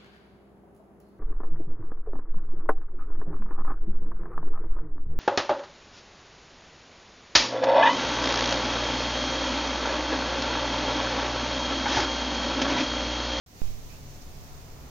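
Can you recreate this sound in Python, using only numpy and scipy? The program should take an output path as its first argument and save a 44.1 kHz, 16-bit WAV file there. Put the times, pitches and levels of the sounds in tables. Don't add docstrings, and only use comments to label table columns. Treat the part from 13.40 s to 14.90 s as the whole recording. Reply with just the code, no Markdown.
import sys
import numpy as np
from scipy import signal
from scipy.fft import rfft, irfft
from scipy.io import wavfile

SR = 44100
rng = np.random.default_rng(int(sys.argv[2]) if len(sys.argv) > 2 else 0)


def int16_out(signal):
    q = np.round(np.clip(np.atleast_2d(signal).T, -1, 1) * 32767)
    wavfile.write(sys.argv[1], SR, q.astype(np.int16))


N = 66150
T = np.arange(N) / SR
HZ = np.fft.rfftfreq(N, 1 / SR)


def amp(db):
    return 10 ** (np.asarray(db) / 20)


def unit_rms(x):
    return x / np.sqrt(np.mean(x ** 2) + 1e-20)


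def over_frequency(points):
    freq_hz, *columns = np.transpose(points)
    return np.array([np.interp(np.log(HZ + 1), np.log(freq_hz + 1), c) for c in columns])


def fader(points):
    return amp(np.interp(T, *np.transpose(points)))


def resonance(centre_hz, half_width_hz):
    return 1 / (1 + ((HZ - centre_hz) / half_width_hz) ** 2)


def noise(spectrum, correlation=0):
    left, independent = rfft(rng.standard_normal((2, N)))
    right = correlation * left + np.sqrt(1 - correlation ** 2) * independent
    return unit_rms(irfft(np.array([left, right]) * spectrum, N))


def tone(pitch_hz, wander_hz=1.99, wander_rate_hz=5.2):
    wander = wander_hz * noise(resonance(0, wander_rate_hz))[0]
    cycles = np.cumsum(pitch_hz + wander - wander.mean()) / SR
    return unit_rms(np.sin(2 * np.pi * (cycles + rng.random())))


# freq_hz, gain_db
ROOM_EQ = [(20, -15.5), (65, -16), (115, -24), (180, -19), (235, -17), (340, -21.5), (600, -24.5),
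           (980, -28), (1500, -34), (2500, -34), (6000, -56)]
# freq_hz, correlation
ROOM_IMAGE = [(30, 0.1), (120, 0.9), (240, 0.85), (480, 0.71), (950, 0.01), (1900, 0)]
# centre_hz, half_width_hz, level_db
ROOM_RESONANCES = [(79.2, 6.3, -56), (102.2, 6.1, -59.5), (146.3, 16, -57.5)]
# time_s, gain_db
ROOM_FADER = [(.06, -12), (.13, -4), (.2, -0.5), (.4, -1), (.6, 0), (1.2, -1), (1.5, 0.9)]

def room_tone():
    bed = amp(-51) * noise(amp(over_frequency(ROOM_EQ)), over_frequency(ROOM_IMAGE)[0])
    modes = sum(amp(db) * noise(resonance(hz, half_width_hz), correlation=0.81)
                for hz, half_width_hz, db in ROOM_RESONANCES)
    return fader(ROOM_FADER) * (bed + modes)


# freq_hz, gain_db
RUMBLE_EQ = [(6, -4), (24, 8), (36, -8.5), (58, -9.5), (85, -9.5), (115, -34), (300, -56)]
# time_s, level_db
RUMBLE_FADER = [(.06, -67), (.19, -62), (.28, -45), (.6, -45.5), (1.1, -44.5), (1.3, -47), (1.5, -52)]

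def deep_rumble():
    return fader(RUMBLE_FADER) * noise(amp(over_frequency(RUMBLE_EQ)), correlation=0.71)


# time_s, level_db
WASH_FADER = [(.06, -69.5), (.38, -70), (.54, -63.5), (.68, -76), (.9, -67), (1.14, -58.5), (1.3, -61.5),
              (1.5, -59)]

def midrange_wash():
    band = resonance(centre_hz=1006, half_width_hz=460)
    return fader(WASH_FADER) * noise(band, over_frequency(ROOM_IMAGE)[0])


# pitch_hz, left_db, right_db
MACHINE_TONES = [(100.2, -58, -59), (257, -68.5, -68.5), (426.6, -75.5, -68), (503, -76, -76),
                 (639, -74.5, -68.5), (736.3, -74.5, -66.5), (877, -71, -75), (993, -80, -73)]

def machine_hum():
    tones = sum(amp([[left_db], [right_db]]) * tone(hz) for hz, left_db, right_db in MACHINE_TONES)
    return fader(ROOM_FADER) * tones


# time_s, level_db
DRONE_FADER = [(.06, -65), (.2, -64), (.52, -66.5), (.63, -48), (.75, -56), (.86, -64), (.97, -51),
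               (1.06, -62.5), (1.17, -49.5), (1.25, -66.5), (1.37, -50), (1.5, -62.5)]

def bass_drone():
    return fader(DRONE_FADER) * tone(pitch_hz=140.5)


# freq_hz, left_gain_db, right_gain_db
HISS_EQ = [(97, -0.5, -14.5), (1950, -8, -4.5), (3550, -4, -3), (4440, -3, -0.5), (5940, -5.5, 2),
           (6660, -9.5, 1.9), (7550, -11.5, -3), (8100, -23, -8), (9340, -11, -5.5), (10200, -13, -10),
           (11000, -20.5, -19), (12000, -7, -10.5), (14700, -4.5, -6), (16200, -9.5, -12.5)]
# time_s, gain_db
HISS_FADER = [(.06, -6), (.14, -2.5), (.2, 1.6), (.28, 3.5), (.42, -0.1), (.53, 2), (.62, -0.7), (.9, -0.3),
              (1.1, 0.1), (1.3, -1.5), (1.5, -1.5)]

def microphone_hiss():
    return amp(-53.5) * fader(HISS_FADER) * noise(amp(over_frequency(HISS_EQ)))


KNOCK_S = 0.2178

def knock(rise_s=0.00024, leak_s=0.072, tick_hz=2250, tick_decay_s=0.00034):
    age = np.maximum(T - KNOCK_S, 0)
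    pressure = -amp(-17) * (1 - np.exp(-age / rise_s)) * np.exp(-age / leak_s)
    tick = -amp(-37) * np.sin(2 * np.pi * tick_hz * age) * np.exp(-age / tick_decay_s)
    return np.array([np.zeros(N), pressure + tick])


# pitch_hz, level_db, t60_s
WOBBLE_MODES = [(21.2, -34, 1), (73.5, -38, 0.39), (101.1, -40.5, 0.8)]

def camera_wobble(delay_s=0.0206, rise_s=0.006):
    age = np.maximum(T - KNOCK_S - delay_s, 0)
    ring = -sum(amp(db - 60 * age / t60_s) * np.sin(2 * np.pi * hz * age)
                for hz, db, t60_s in WOBBLE_MODES)
    return ring * (1 - np.exp(-age / rise_s))


# peak_s, length_s, right_level_db, centre_hz, half_width_hz
FINGER_STROKES = [(0.271, 0.052, -57.5, 2656, 746), (.527, .075, -56, 2543, 191),
                  (.715, 0.15, -57.5, 5930, 1110), (0.822, 0.03, -56.5, 5200, 900)]

def finger_brushes(glide_hz_per_s=2800, left_trim_db=-1.5):
    strokes = np.zeros((2, N))
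    for peak_s, length_s, db, centre_hz, half_width_hz in FINGER_STROKES:
        band = resonance(0, half_width_hz)
        friction = noise(band) + 1j * noise(band)
        cycles = np.cumsum(centre_hz + glide_hz_per_s * (T - peak_s)) / SR
        rub = (friction * np.exp(2j * np.pi * cycles)).real
        swell = np.exp(-(2 * (T - peak_s) / length_s) ** 2)
        strokes += amp(db) * swell * unit_rms(rub)
    return amp([[left_trim_db], [0]]) * strokes


# time_s, level_db
BOOM_FADER = [(1.25, -62), (1.36, -56), (1.43, -46.5), (1.5, -50)]

def late_boom():
    return fader(BOOM_FADER) * tone(pitch_hz=61.9)


def scene():
    room = room_tone() + deep_rumble() + midrange_wash()
    hum = machine_hum() + bass_drone() + late_boom()
    return room + hum + microphone_hiss() + knock() + camera_wobble() + finger_brushes()


def record(dry, switch_on_s=0.061, fade_s=0.0028, cutoff_hz=15880):
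    opened = dry * np.clip((T - switch_on_s) / fade_s, 0, 1)
    low_pass = signal.firwin(1023, cutoff_hz, window=("kaiser", 9), fs=SR)
    return signal.oaconvolve(opened, low_pass[None], "same")


dry = scene()
out = record(dry)
int16_out(out)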